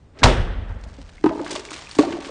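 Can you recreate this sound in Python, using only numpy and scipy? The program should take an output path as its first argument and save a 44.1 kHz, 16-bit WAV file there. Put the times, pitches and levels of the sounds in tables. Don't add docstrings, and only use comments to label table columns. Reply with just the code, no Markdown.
import sys
import numpy as np
from scipy import signal
from scipy.fft import rfft, irfft
from scipy.io import wavfile

SR = 44100
rng = np.random.default_rng(int(sys.argv[2]) if len(sys.argv) > 2 else 0)


def generate_wav(sig):
    pcm = np.round(np.clip(np.atleast_2d(sig).T, -1, 1) * 32767).astype(np.int16)
    wavfile.write(sys.argv[1], SR, pcm)


def volts_from_db(level):
    exponent = np.asarray(level, float) / 20
    return 10 ** exponent


N = 101429


def fade(t, t60):
    return np.exp(-np.log(1000) * t / t60)


def filtered(x, hz, kind, order):
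    return signal.sosfilt(signal.butter(order, hz, kind, fs=SR, output="sos"), x)


def band(x, hz, octaves, order=2):
    edges = np.clip(hz * 2.0 ** (np.array([-0.5, 0.5]) * octaves), 15, 0.45 * SR)
    return filtered(x, edges, "band", order)


def unit(x):
    return x / np.sqrt(np.mean(x ** 2))


def add(out, x, s):
    i = int(s * SR)
    out[i:i + len(x)] += x[:len(out) - i]


def lumps(size, step_s):
    k = max(int(step_s * SR), 1)
    return np.repeat(rng.standard_normal(size // k + 1), k)[:size]


def puff(attack, t60, hz, octaves, grit_db):
    t = np.arange(int(0.4 * SR)) / SR
    crackle = rng.standard_normal(len(t)) * volts_from_db(grit_db * lumps(len(t), 0.0006))
    swell = np.minimum(t / attack, 1) ** 2
    return unit(band(crackle, hz, octaves)) * swell * fade(np.maximum(t - attack, 0), t60)


def ring(hz, t60):
    t = np.arange(int(0.45 * SR)) / SR
    return np.sin(2 * np.pi * hz * t) * fade(t, t60)


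def air():
    # (f/Hz, level/dB)
    air_colour = [(15, -42), (25, -17), (65, 0.5), (301, -13.5), (1010, -25.5), (2050, -32.5),
                  (9000, -45.5), (11700, -72), (19800, -120)]
    hz = np.maximum(np.fft.rfftfreq(N, 1 / SR), 10)
    table = np.array(air_colour)
    colour = volts_from_db(np.interp(np.log(hz), np.log(table[:, 0]), table[:, 1]))
    hiss = unit(irfft(rfft(rng.standard_normal(N)) * colour, N))
    rumble = unit(band(rng.standard_normal(N), 46.3, 2.73))
    return volts_from_db(-53) * hiss + volts_from_db(-53.5) * rumble


def yard():
    # (f/Hz, early level/dB, early t60/s, late level/dB, late t60/s)
    echo_bands = [(43, -15, 0.49, -14, 2.22), (71.8, -9, 0.19, -14, 1.71), (138, -17.5, 0.14, -22, 1.2),
                  (191.6, -21, 0.13, -22.5, 1.85), (420, -4.5, 0.26, -20.5, 1.32),
                  (700, -11.5, 0.49, -31.5, 2.38), (1400, -15, 0.53, -30.5, 2.2),
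                  (2580, -12.5, 0.35, -26.5, 1.24), (4120, -25, 0.59, -35.5, 0.46),
                  (6750, -25.5, 0.43, -50.5, 0.58)]
    t = np.arange(N) / SR
    out = np.zeros(N)
    for hz, early_db, early_t60, late_db, late_t60 in echo_bands:
        noise = rng.standard_normal(N) * volts_from_db(1.3 * lumps(N, 0.015))
        decay = volts_from_db(early_db) * fade(t, early_t60) + volts_from_db(late_db) * fade(t, late_t60)
        out += unit(band(noise, hz, 0.96, order=3)) * decay
    gap_s = 0.042
    return out * np.clip(t / gap_s, 0, 1) ** 2


def walls():
    gap_s, bright_t60_s, dull_t60_s, dull_hz = 0.0067, 0.61, 1.32, 1540
    t = np.arange(N) / SR
    bright, dull = rng.standard_normal((2, N))
    dull = filtered(dull, dull_hz, "low", 1)
    decay = 0.6 * bright * fade(t, bright_t60_s) + dull * fade(t, dull_t60_s)
    return np.clip(t / gap_s, 0, 1) ** 2 * volts_from_db(1.8 * lumps(N, 0.014)) * decay


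def rolls():
    # (t/s, level/dB, f/Hz, length/s)
    swells = [(0.359, -14.5, 44.54, .12), (.36, -20, 95, 0.069), (0.411, -12, 41.1, 0.059),
              (0.499, -35, 67, 0.057), (0.549, -23.5, 46.7, 0.061), (0.597, -33, 82.7, 0.068),
              (0.636, -26.5, 44.1, 0.11), (0.701, -25.5, 71, 0.036), (0.729, -33.5, 87, 0.06),
              (0.823, -35.5, 60.6, 0.079), (0.894, -40, 66.7, .07), (.985, -41.5, 164, 0.042),
              (1.024, -36.5, 68.7, 0.053), (1.254, -35, 109, 0.066), (1.99, -33, 75, 0.033)]
    out = np.zeros(N)
    for s, db, hz, length in swells:
        t = np.arange(int(length * SR)) / SR
        swell = np.sin(np.pi * t / length) ** 2
        add(out, volts_from_db(db) * swell * np.sin(2 * np.pi * hz * t), s)
    return out


def splashes():
    # (t/s, level/dB, brightness factor, t60/s)
    first_splashes = [(0.711, -52, 0.87, 0.024), (0.7225, -50, 0.66, 0.03), (.797, -51.5, 0.91, .025),
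                      (0.8097, -45.5, 1.4, 0.025), (0.8373, -32.5, 0.62, 0.048),
                      (0.938, -39.5, 0.68, 0.071), (0.9783, -43.5, 0.37, 0.17),
                      (1.0148, -31.5, 0.63, 0.021), (1.0618, -54, 0.75, 0.06), (1.0914, -34, 0.43, 0.034),
                      (1.2391, -19, 0.39, 0.037), (1.2583, -18.5, 0.32, 0.07), (1.277, -41, 1.3, 0.03),
                      (1.2895, -17.5, 0.17, 0.054), (1.349, -41.5, 1.2, 0.11), (1.3937, -25, 0.18, 0.043),
                      (1.4462, -33.5, 1.01, 0.097), (1.4618, -22.5, 0.22, 0.17), (1.472, -51, 1.9, 0.15),
                      (1.507, -15, 0.83, 0.041), (1.5129, -17, 0.74, 0.06), (1.5275, -22, 0.84, 0.086),
                      (1.5514, -18, 0.69, 0.088), (1.5584, -15, 0.47, 0.054), (1.5796, -31.5, 1.2, 0.03),
                      (1.5933, -19.5, 0.67, 0.032), (1.6505, -22, 0.6, 0.03), (1.6651, -30, 0.72, 0.028),
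                      (1.7042, -23, 0.9, 0.051), (1.73, -18.5, 0.59, 0.052), (1.77, -38, 1.3, 0.046)]
    late_splashes = [(1.8238, -47, 0.73, 0.097), (1.8913, -32, 0.77, 0.078), (1.9121, -26.5, 0.89, 0.099),
                     (1.9495, -22.5, 0.73, 0.058), (1.96, -29, 1, 0.064), (1.9862, -11, 0.61, 0.13),
                     (2.0203, -15, 0.27, 0.063), (2.0274, -32, 0.62, 0.06), (2.048, -24, 0.53, 0.044),
                     (2.0933, -32, 0.32, 0.54), (2.1234, -22, 0.34, 0.11), (2.201, -32, 0.37, 0.32),
                     (2.2455, -25.5, 0.49, 0.17), (2.269, -33, 2.8, 0.03)]
    out = np.zeros(N)
    for s, db, brightness, t60 in list(first_splashes) + list(late_splashes):
        splash = puff(0.0041, t60, 3000 * brightness, 3.3, grit_db=4.2)
        add(out, volts_from_db(db - 12) * splash, s - 0.0025)
    return out


def drops():
    # (t/s, level/dB, f/Hz, t60/s)
    short_tones = [(.766, -40, 500, .06), (.863, -39, 650, .04), (.985, -39, 540, .06),
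                   (1.157, -45, 1730, .015), (1.181, -38, 2130, .02), (1.2405, -17, 830, .04),
                   (1.2595, -14, 860, .05), (1.2665, -15, 930, .035), (1.4642, -19, 1300, .004),
                   (1.515, -26, 4600, .01), (1.554, -25, 1150, .04), (1.688, -31, 2300, .015),
                   (1.712, -35, 1100, .03), (1.7178, -20, 1200, .005), (1.791, -30, 2000, .005),
                   (1.871, -31, 2500, .02), (1.9125, -24, 4500, .008), (1.989, -15, 1120, .06),
                   (2.033, -21, 765, .11), (2.124, -31, 3100, .012)]
    out = np.zeros(N)
    for s, db, hz, t60 in short_tones:
        add(out, volts_from_db(db) * ring(hz, t60), s)
    return out


def patter():
    # (t/s, level/dB)
    spray_level = [(0, -83), (.6, -69), (0.719, -67.5), (.8, -63.5), (.9, -58), (1.352, -55), (1.519, -39),
                   (1.63, -53.5), (1.749, -40.5), (1.85, -47), (2.049, -48), (2.3, -44.5)]
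    drops_per_s, tick_s = 590, 0.0013
    grains = (rng.random(N) < drops_per_s / SR).astype(float)
    tail = np.exp(-np.arange(400) / SR / tick_s)
    strength = np.convolve(grains, tail)[:N] + 0.23
    spray = unit(band(strength * rng.standard_normal(N), 1400, 3.9))
    return spray * volts_from_db(np.interp(np.arange(N) / SR, *np.array(spray_level).T))


def rocking():
    # (t/s, level/dB, f/Hz, t60/s)
    touches = [(0.864, -36, 196, 0.055), (0.983, -35.5, 277, 0.12), (1.211, -44.5, 304, 0.16),
               (1.299, -15, 297, 0.05), (1.324, -20, 302, .06), (1.337, -25, 336, 0.035),
               (1.357, -19, 426, 0.033), (1.391, -32, 310, 0.036), (1.403, -22.5, 525, 0.058),
               (1.409, -24, 294, 0.14), (1.437, -28, 313, 0.06), (1.438, -32, 652, 0.11),
               (1.46, -27, 333, 0.036), (1.483, -31, 302, 0.081), (1.504, -24, 363, 0.034),
               (1.515, -26.5, 562, 0.045), (1.523, -20, 352.5, 0.032), (1.542, -20.5, 308, .04),
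               (1.578, -24, 377, 0.04), (1.595, -26.5, 402, 0.055), (1.619, -42, 370, 0.085),
               (1.677, -35.5, 401, 0.16), (1.714, -36.5, 307, 0.19), (1.752, -33, 330, 0.039),
               (2.014, -17, 324, 0.034), (2.022, -30, 780, .03), (2.029, -16, 300, 0.036),
               (2.05, -16.5, 320, 0.048), (2.068, -15.5, 346, 0.051), (2.09, -21.5, 584, 0.037),
               (2.106, -14, 316, 0.041), (2.153, -19, 320, 0.05), (2.168, -25.5, 700, 0.039),
               (2.172, -32, 327, .04), (2.183, -27.5, 588, .04), (2.187, -17, 320, 0.024),
               (2.205, -27, 293, 0.043), (2.267, -26.5, 300, 0.071), (2.284, -32, 1090, .04),
               (2.293, -22.5, 513, .04)]
    rise_s, overtone, overtone_db = 0.002, 2.3, -14
    out = np.zeros(N)
    for s, db, hz, t60 in touches:
        tone = ring(hz, t60) + volts_from_db(overtone_db) * ring(hz * overtone, t60 / 2)
        rise = np.minimum(np.arange(len(tone)) / SR / rise_s, 1)
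        add(out, volts_from_db(db) * tone * rise, s)
    return out


def knocks():
    # (f/Hz, level/dB, t60/s)
    shell_tones = [(300.9, 4, 0.085), (353.6, -18, 0.1), (560, -18, 0.03), (800, -10, 0.04),
                   (900, -10, .04), (1150, -12, 0.04), (1400, -12, 0.025)]
    # (t/s, level/dB, contact/s, pitch factor)
    bounces = [(0.982, -46, 0.00066, 0.83), (1.2409, -8, 0.00047, 1.35), (1.2433, -0.5, 0.0011, 1.096),
               (1.2591, -24, 0.0009, 0.94), (1.2632, -1.5, 0.00063, 1.087), (1.2796, -22.5, .0004, 1.05),
               (1.31, -20, 0.00066, 2.14), (1.375, -23.5, 0.001, 1.03), (1.393, -22.5, 0.00048, 1.2),
               (1.558, -25.5, 0.00073, 2), (1.968, -26, 0.00041, 0.96), (1.9886, -5.5, 0.00016, 1.4),
               (1.9903, 3.5, 0.00076, 0.993), (1.9972, -18, 0.0012, 0.93), (2.007, -13, 0.00076, 1.93),
               (2.035, -19, 0.00055, 2.24), (2.136, -16.5, 0.0013, 1.13)]
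    out = np.zeros(N)
    for s, db, contact, pitch in bounces:
        body = 0
        for hz, tone_db, t60 in shell_tones:
            spot_db = 1.2 * rng.standard_normal()
            body = body + volts_from_db(tone_db + spot_db) * ring(hz * pitch, t60)
        push = np.sin(np.pi * np.clip(np.arange(200) / SR / contact, 0, 1)) ** 2
        add(out, volts_from_db(db - 5) * signal.fftconvolve(body, push / push.sum()), s)
    return filtered(out, 185, "high", 2)


def burst():
    # (t/s, level/dB, attack/s, t60/s, f/Hz)
    noisy_parts = [(0.108, -37.5, 0.12, 0.041, 329), (0.119, -52, 0.059, 0.062, 1400),
                   (.186, -42, 0.0022, 0.16, 2620), (0.21, -38, 0.019, .02, 975),
                   (0.2304, -6, 0.0015, 0.036, 1070), (0.2304, -8, 0.0064, 0.082, 2830),
                   (0.241, -5.5, 0.0017, 0.045, 700), (0.253, -12, 0.0019, 0.17, 700),
                   (0.254, -24, 0.0026, 0.21, 2800), (0.669, -44.5, 0.023, 0.26, 900)]
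    # (t/s, level/dB, f/Hz, t60/s)
    boom_tones = [(0.2202, -21.5, 272, 0.082), (0.2239, -18, 270, 0.012), (0.2317, -1, 700, 0.0091),
                  (0.2425, -0.5, 83.3, 0.071), (0.245, -12, 138, 0.31), (0.2552, -2, 193, 0.0099),
                  (.25, -14, 251.4, 0.27), (0.262, -5.5, 44.9, 0.35), (.219, -30, 1620, .1),
                  (0.229, -16, 130, .03), (0.242, -23, 1040, 0.042), (0.261, -8.5, 910, 0.032)]
    out = np.zeros(N)
    for s, db, attack, t60, hz in noisy_parts:
        add(out, volts_from_db(db) * puff(attack, t60, hz, 1.85, grit_db=2.5), s)
    for s, db, hz, t60 in boom_tones:
        add(out, volts_from_db(db) * ring(hz, t60), s)
    return out


def scene():
    blast_s = 0.232
    top = knocks()
    liquid = splashes() + drops() + patter()
    out = air() + rolls() + liquid + rocking() + top + burst()
    add(out, volts_from_db(-9) * yard(), blast_s)
    thin_top = filtered(top, 484, "high", 1)
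    to_walls = volts_from_db(-46) * thin_top + volts_from_db(-43) * liquid
    out = out + signal.fftconvolve(to_walls, walls())[:N]
    return out[None]


def top_cut(x):
    return signal.sosfilt(signal.butter(12, 10440, fs=SR, output="sos"), x)


def record(dry):
    rounded = 0.97 * np.tanh(dry / 0.9)
    cut = signal.ellip(10, 0.2, 75, 9350, fs=SR, output="sos")
    mix = signal.sosfilt(cut, rounded)
    return top_cut(mix)


dry = scene()
out = record(dry)
generate_wav(out)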